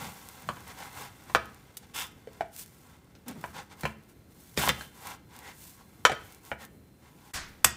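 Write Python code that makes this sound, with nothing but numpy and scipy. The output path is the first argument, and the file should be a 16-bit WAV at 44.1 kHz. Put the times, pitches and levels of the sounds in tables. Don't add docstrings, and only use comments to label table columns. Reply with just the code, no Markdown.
import sys
import numpy as np
from scipy import signal
from scipy.io import wavfile

SR = 44100
rng = np.random.default_rng(int(sys.argv[2]) if len(sys.argv) > 2 else 0)


def transcribe(u):
    v = np.clip(np.atleast_2d(u).T, -1, 1)
    q = np.round(v * 32767).astype(np.int16)
    wavfile.write(sys.argv[1], SR, q)


N = 342237
TIME = np.arange(N) / SR


def amp(db):
    return 10 ** (np.asarray(db) / 20)

def unit(x):
    return x / np.sqrt(np.mean(x ** 2) + 1e-20)

def add(mix, start, sound):
    part = mix[max(0, round(start * SR)):][:len(sound)]
    part += sound[:len(part)]

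def value_at(points, hz):
    known_hz, values = np.transpose(points)
    return np.interp(np.log(hz + 1), np.log(known_hz + 1), values)

def colour(x, tone, size=4096):
    log_gain = np.log(amp(value_at(tone, abs(np.fft.fftfreq(size, 1 / SR)))))
    taps = np.fft.ifft(np.exp(np.conj(signal.hilbert(log_gain)))).real[:size // 2]
    return signal.oaconvolve(x, taps / np.linalg.norm(taps))[:len(x)]

def wander(per_s):
    times = np.arange(0, N / SR + 1, 1 / per_s)
    return unit(np.interp(TIME, times, rng.standard_normal(N)[:len(times)]))

def clicks(per_s, spread_db):
    size = amp(spread_db * np.minimum(rng.exponential(1, N), 4))
    return unit(size * rng.choice([-1., 1.], N) * (rng.random(N) < per_s / SR))

def burst(t, decay_s):
    return rng.standard_normal(len(t)) * np.exp(-t / decay_s)

def struck(notes):
    t = TIME[:SR // 2]
    return sum((-1) ** k * amp(db - 60 * t / ring_s) * np.sin(2 * np.pi * hz * t)
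               for k, (hz, db, ring_s) in enumerate(notes))

def ringing(notes, clatter_share, clatter_s):
    t = TIME[:SR // 2]
    clatter = rng.choice([-1., 1.], len(t)) * amp(-60 * t / clatter_s) * (1 - np.exp(-t / 0.0035))
    ring = np.sqrt(1 - clatter_share) * unit(struck(notes)) + np.sqrt(clatter_share) * unit(clatter)
    return ring / np.sqrt(len(t))

def push(middle, length):
    build_share, ease_share = 0.38, 0.39
    progress = (TIME - middle) / length + .5
    return np.clip(np.minimum(progress / build_share, (1 - progress) / ease_share), 0, 1)

def drag(start, length):
    bite_s, let_go_s = 0.029, 0.023
    t = TIME - start
    return np.clip(t / bite_s, 0, 1) * np.exp(-np.maximum(t - length, 0) / let_go_s)

# frequency in Hz, relative level in dB.
FLAME_TONE = [(20, -32.5), (40, -8.5), (62, 1), (100, 1), (200, -0.5), (310, -5), (500, -12.5),
              (900, -24.5), (2000, -29.5), (5000, -38), (15500, -32.5)]

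def burner():
    flutter = amp(1.3 * wander(per_s=12))
    return amp(-56.5) * colour(rng.standard_normal(N), FLAME_TONE) * flutter

# time in seconds, rubbing in dB, sticky fizz in dB.
LIGHT_CONTACT = [(0, -53.5, -51), (0.55, -56, -57.5), (1.25, -59, -61.5), (1.7, -63, -67.5),
                 (3.1, -68, -77), (6.95, -73.5, -73), (7.5, -65, -62.5), (7.62, -62.5, -71)]
# middle and length in seconds, rubbing and fizz in dB,
# the pan note it stirs most in Hz.
SPOON_STROKES = [(0.037, 0.23, -44, -50.5, 910), (0.697, 0.083, -48, -54, 1920),
                 (0.83, 0.21, -47.5, -53.5, 930), (1.002, 0.19, -45, -47.5, 943),
                 (1.312, .12, -55, -58, 950), (1.836, 0.043, -57, -66, 905), (2.364, 0.22, -62, -67, 1000),
                 (2.568, 0.12, -78, -49.5, 990), (2.606, 0.089, -61, -42, 960),
                 (2.74, 0.56, -88, -60.5, 936), (2.904, 0.23, -62, -70, 970),
                 (3.49, 0.44, -57.5, -58.5, 1220), (3.581, .11, -44, -58, 927),
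                 (3.846, 0.2, -55, -55, 1020), (4.105, 0.071, -67, -61.5, 950),
                 (4.496, 0.52, -68.5, -57.5, 950), (4.802, 0.23, -54, -51, 3120),
                 (5.0, 0.23, -58, -55.5, 960), (5.087, 0.17, -44.5, -48, 935), (5.372, 0.2, -54, -60, 940),
                 (5.475, 0.16, -49, -56, 1970), (5.654, 0.32, -65, -50.5, 930),
                 (5.806, .08, -60.5, -63.5, 990), (5.96, 0.66, -68, -65, 950),
                 (6.29, 0.32, -60.5, -58, 2230), (6.483, 0.15, -57.5, -53.5, 946),
                 (6.625, 0.096, -50, -54.5, 1854), (7.068, 0.16, -61, -71, 930),
                 (7.295, 0.4, -61, -62.5, 943)]
# start and length in seconds, then rasp, rubbing and fizz in dB.
WALL_SCRAPES = [(1.935, 0.087, -37.5, -45.5, -39), (3.258, 0.05, -58.5, -48.5, -62.5),
                (3.689, 0.034, -78, -50.5, -63), (4.562, 0.11, -37.5, -36, -34)]

def friction():
    times, rub_db, fizz_db = np.transpose(LIGHT_CONTACT)
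    rub = amp(np.interp(TIME, times, rub_db)) ** 2
    fizz = amp(np.interp(TIME, times, fizz_db)) ** 2
    rasp = np.zeros(N)
    for middle, length, rub_db, fizz_db, _ in SPOON_STROKES:
        power = push(middle, length) ** 2
        rub += amp(rub_db) ** 2 * power
        fizz += amp(fizz_db) ** 2 * power
    for start, length, rasp_db, rub_db, fizz_db in WALL_SCRAPES:
        power = drag(start, length) ** 2
        rub += amp(rub_db) ** 2 * power
        fizz += amp(fizz_db) ** 2 * power
        rasp += amp(rasp_db) ** 2 * power
    return np.sqrt([rub, fizz, rasp])

def singing():
    width_hz, below_rub_db = 90, 5.5
    slips = clicks(per_s=3500, spread_db=3.5)
    out = np.zeros(N)
    for middle, length, rub_db, _, hz in SPOON_STROKES:
        note = unit(signal.lfilter(*signal.iirpeak(hz, hz / width_hz, SR), slips))
        out += note * amp(rub_db - below_rub_db) * push(middle, length)
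    return out

# pitch in Hz, width in Hz, level in dB.
PAN_AIR = [(927, 56, 1), (1204, 22, -8.5), (1620, 260, -6), (2075, 130, -0.5)]

def hollow(x):
    return x + sum(amp(db) * signal.lfilter(*signal.iirpeak(hz, hz / width, SR), x)
                   for hz, width, db in PAN_AIR)

# frequency in Hz, relative level in dB.
THUD_TONE = [(25, -24), (65, -11.5), (190, 2), (330, -20.5), (600, -18), (2000, -44.5)]
# middle in seconds, length in seconds, level in dB.
DOUGH_SHOVES = [(0.056, 0.24, -47), (0.499, 0.15, -48), (4.58, 0.064, -52.5), (4.7, 0.1, -38)]

def shoves():
    gain = sum(amp(db) * push(middle, length) for middle, length, db in DOUGH_SHOVES)
    return colour(rng.standard_normal(N), THUD_TONE) * gain

# frequency in Hz, relative level in dB.
RUB_TONE = [(40, -18.5), (110, 3.5), (350, -6.5), (600, 1), (950, 0), (1400, -4), (2200, -6.5),
            (3300, -7.5), (5000, -11), (9000, -15), (16000, -48)]
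FIZZ_TONE = [(300, -45.5), (1500, -8.5), (3000, -5.5), (5000, -4), (8000, -1), (11000, -2), (15500, -1)]
RASP_TONE = [(300, -37), (1000, -1), (2200, -4.5), (3050, -0.5), (3600, 0.5), (4300, -17.5), (5000, -5.5),
             (6400, -13), (7900, -7.5), (9500, -19.5), (15500, -23.5)]
# pitch in Hz, relative level in dB, ring time in seconds.
PAN_NOTES = [(484, -4.5, .16), (665, 1, .22), (877, -1, .3), (981, 3, .22), (1108, -3, .14),
             (1268, 4.5, .24), (1640, 7, .1), (1790, 2, .12), (1970, 1, .27), (2280, 3, .22), (3100, 2, .3),
             (3550, -5, .16), (4180, -12, .22), (4900, -6, .2), (6400, -7.5, .12), (8035, 1, .09),
             (8680, -2, .1)]

def stirring():
    rub_gain, fizz_gain, rasp_gain = friction()
    grip = amp(2.2 * np.tanh(wander(per_s=110)))
    slips = colour(clicks(per_s=3500, spread_db=0.5), RUB_TONE)
    rub = unit(hollow(slips)) * grip * rub_gain
    wet_film = clicks(per_s=11000, spread_db=4.0)
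    bubbles = amp(-4.5) * clicks(per_s=67, spread_db=6.5)
    fizz = colour(unit(wet_film + bubbles), FIZZ_TONE) * fizz_gain * amp(1.3 * wander(per_s=140))
    rasp = colour(clicks(per_s=3100, spread_db=3.5), RASP_TONE) * rasp_gain
    thuds = shoves()
    contact = rub + singing() + fizz + rasp
    pan = ringing(PAN_NOTES, clatter_share=0.91, clatter_s=0.034)
    return contact + thuds + amp(-9.0) * signal.oaconvolve(contact, pan)[:N]

# pitch in Hz, relative level in dB, ring time in seconds.
SPOON_NOTES = [(482, -4.5, 0.03), (594, -2, 0.02), (1408, 5, 0.0066), (1797, 1, 0.0087),
               (2318, -3.5, 0.013), (3020, -7.5, 0.0095)]
GRATE_NOTES = [(73.4, -3.5, 0.35), (125.5, -1.5, 0.18), (152, -1.5, 0.1), (217.6, -6.5, 0.36),
               (350.8, -3.5, 0.17)]
# start in seconds, strength in dB, pitch in Hz,
# then sharp crack, low thud and wooden clack in dB relative to that strength.
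SPOON_KNOCKS = [(0.489, -15.5, 1110, -23, -21, -11.5), (0.569, -37.5, 1000, -16, -8, -6.5),
                (1.298, -32.5, 1001, -22, -7.5, -10), (1.349, -4.5, 1230, -18.5, -24, -8.5),
                (2.273, -29, 475, -28, -19, -19), (2.408, -12, 722, -29.5, -41, -16.5),
                (3.152, -47.5, 404, -8.5, -33.5, -8), (3.44, -22, 980, -26, -16, -8),
                (3.834, -26.5, 930, -15.5, 3, -3.5), (3.853, -16.5, 980, -29, -11.5, -5.5),
                (3.855, -18.5, 2920, -16.5, -27, -34), (4.575, -21, 420, -3, -1, -9),
                (4.636, -14.5, 980, -20, -19, -13), (4.676, -12, 1010, -21.5, -11.5, -11),
                (4.692, -12, 3060, -7, -27, -11), (4.81, -26.5, 1610, -15.5, -35, -20),
                (6.0515, -3, 1282, -11, -31, -7), (6.0967, -14, 745, -24.5, -19, -11.5),
                (6.118, -17.5, 584, -16, -14, -7.5), (6.516, -23.5, 930, -25, -11.5, -0.5)]

def knocks():
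    out, t = np.zeros(N), TIME[:SR // 2]
    for start, db, hz, crack_db, thud_db, wood_db in SPOON_KNOCKS:
        cycles = hz * t
        note = np.sin(2 * np.pi * cycles) * np.exp(-cycles / 1.67) * (1 - np.exp(-cycles / 0.53))
        snap_and_chatter = 8 * signal.unit_impulse(len(t)) + 1.3 * burst(t, decay_s=0.0027)
        crack = amp(crack_db) * colour(snap_and_chatter, CRACK_TONE)
        jolt = 0.36 * struck(GRATE_NOTES) + 0.32 * colour(burst(t, decay_s=0.011), THUD_TONE)
        blow = 1.16 * note + crack + amp(wood_db) * struck(SPOON_NOTES)
        pan = ringing(PAN_NOTES, clatter_share=0.99, clatter_s=.06)
        ring = signal.fftconvolve(blow, pan)[:len(t)]
        add(out, start, amp(db) * (blow + amp(thud_db) * jolt + amp(-1.5) * ring))
    return signal.sosfilt(signal.butter(2, 48, "highpass", fs=SR, output="sos"), out)

# start in seconds, strength in dB.
WET_SMACKS = [(1.77, -31.5), (3.282, -34.5), (3.809, -39), (4.686, -21.5)]

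def smacks():
    out = np.zeros(N)
    for start, db in WET_SMACKS:
        add(out, start, amp(db) * burst(TIME[:SR // 8], decay_s=0.0062))
    return colour(out, FIZZ_TONE)

# start in seconds, length in seconds, level in dB.
BLADE_PRESSES = [(3.257, 0.049, -41.5), (3.336, 0.051, -45.5)]

def groan():
    start_hz, fall_hz_per_s = 260, 570
    hz = start_hz - fall_hz_per_s * np.clip(TIME - BLADE_PRESSES[0][0], 0, .5)
    cycles = np.cumsum(hz * (1 + .14 * wander(per_s=260))) / SR
    note = hollow(sum(np.sin(2 * np.pi * k * cycles) / k ** 1.72 for k in range(1, 10)))
    return unit(note) * sum(amp(db) * drag(start, length) for start, length, db in BLADE_PRESSES)

def gas_whistle():
    hz = 4115 + 14 * wander(per_s=45)
    level_db = np.interp(TIME, [3.9, 4.2, 7.0, 7.3], [-105, -78, -79, -105])
    return np.sin(2 * np.pi * np.cumsum(hz) / SR) * amp(level_db)

def room_tail():
    ring_s_by_hz = [(100, 0.69), (700, 0.36), (2000, 0.44), (5000, 0.38), (13000, 0.13)]
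    hz, t, bands = signal.stft(rng.standard_normal(SR // 2), SR, nperseg=256)
    fade = amp(-60 * t / value_at(ring_s_by_hz, hz)[:, None])
    noise = signal.istft(bands * fade, SR, nperseg=256)[1]
    return noise / np.linalg.norm(noise)

def swish():
    db_by_hz = [(70, 2.5), (450, -10), (950, -0.5), (2000, 1.5), (2900, -6), (7000, -4), (15500, -9.5)]
    out, wash = np.zeros(N), room_tail()
    swell = 1 - np.exp(-TIME[:len(wash)] / 0.013)
    add(out, 7.334, amp(1) * wash * swell)
    return colour(out, db_by_hz)

# start in seconds, strength in dB.
CLACK_HITS = [(7.6442, -14), (7.6461, -4), (7.6509, -13.5)]
# pitch in Hz, relative level in dB, ring time in seconds.
CLACK_NOTES = [(787, -1.5, 0.074), (1200, -9, .08), (1895, -1.5, 0.2), (3530, 17, 0.028), (4730, 1.5, 0.11),
               (6200, -14, 0.034), (5900, -12, 0.055), (7900, -3, 0.026), (7740, 17.5, 0.023),
               (10600, 12.5, 0.041)]
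# frequency in Hz, relative level in dB.
CLACK_TONE = [(40, -6), (150, -7), (400, -3.5), (900, -0.5), (2000, 0.5), (4200, -7), (6500, 0),
              (9000, -0.5), (11300, -8.5), (12400, 1), (13500, -10), (15500, -9)]

def clack():
    hits = np.zeros(N)
    for start, db in CLACK_HITS:
        add(hits, start, amp(db) * burst(TIME[:SR // 4], decay_s=0.0018))
    strongest_at = CLACK_HITS[1][0]
    add(hits, strongest_at, amp(8.0) * ringing(CLACK_NOTES, clatter_share=0.35, clatter_s=0.11))
    out = colour(hits, CLACK_TONE)
    add(out, strongest_at, amp(-34.0) * struck(GRATE_NOTES))
    return out

def kitchen(x):
    out = np.zeros(N)
    add(out, .007, signal.oaconvolve(x, room_tail()))
    return out

def scene():
    near = stirring() + groan() + smacks() + knocks() + clack()
    return (near + amp(-15.5) * kitchen(near) + swish() + burner() + gas_whistle())[None]

def record(dry):
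    dip_db = np.interp(TIME, [7.312, 7.332, 7.336], [0, -26, 0])
    clipped = np.clip(dry * amp(dip_db), -1, 1)
    lowpass = signal.firwin(401, cutoff=15550, window=("kaiser", 9), fs=SR)
    return signal.oaconvolve(clipped, lowpass[None], "same")

# frequency in Hz, relative level in dB.
CRACK_TONE = [(200, -26.5), (1000, 3), (2800, 9), (4600, 3), (8500, -5.5), (11500, -14.5), (15500, -13.5)]

dry = scene()
out = record(dry)
transcribe(out)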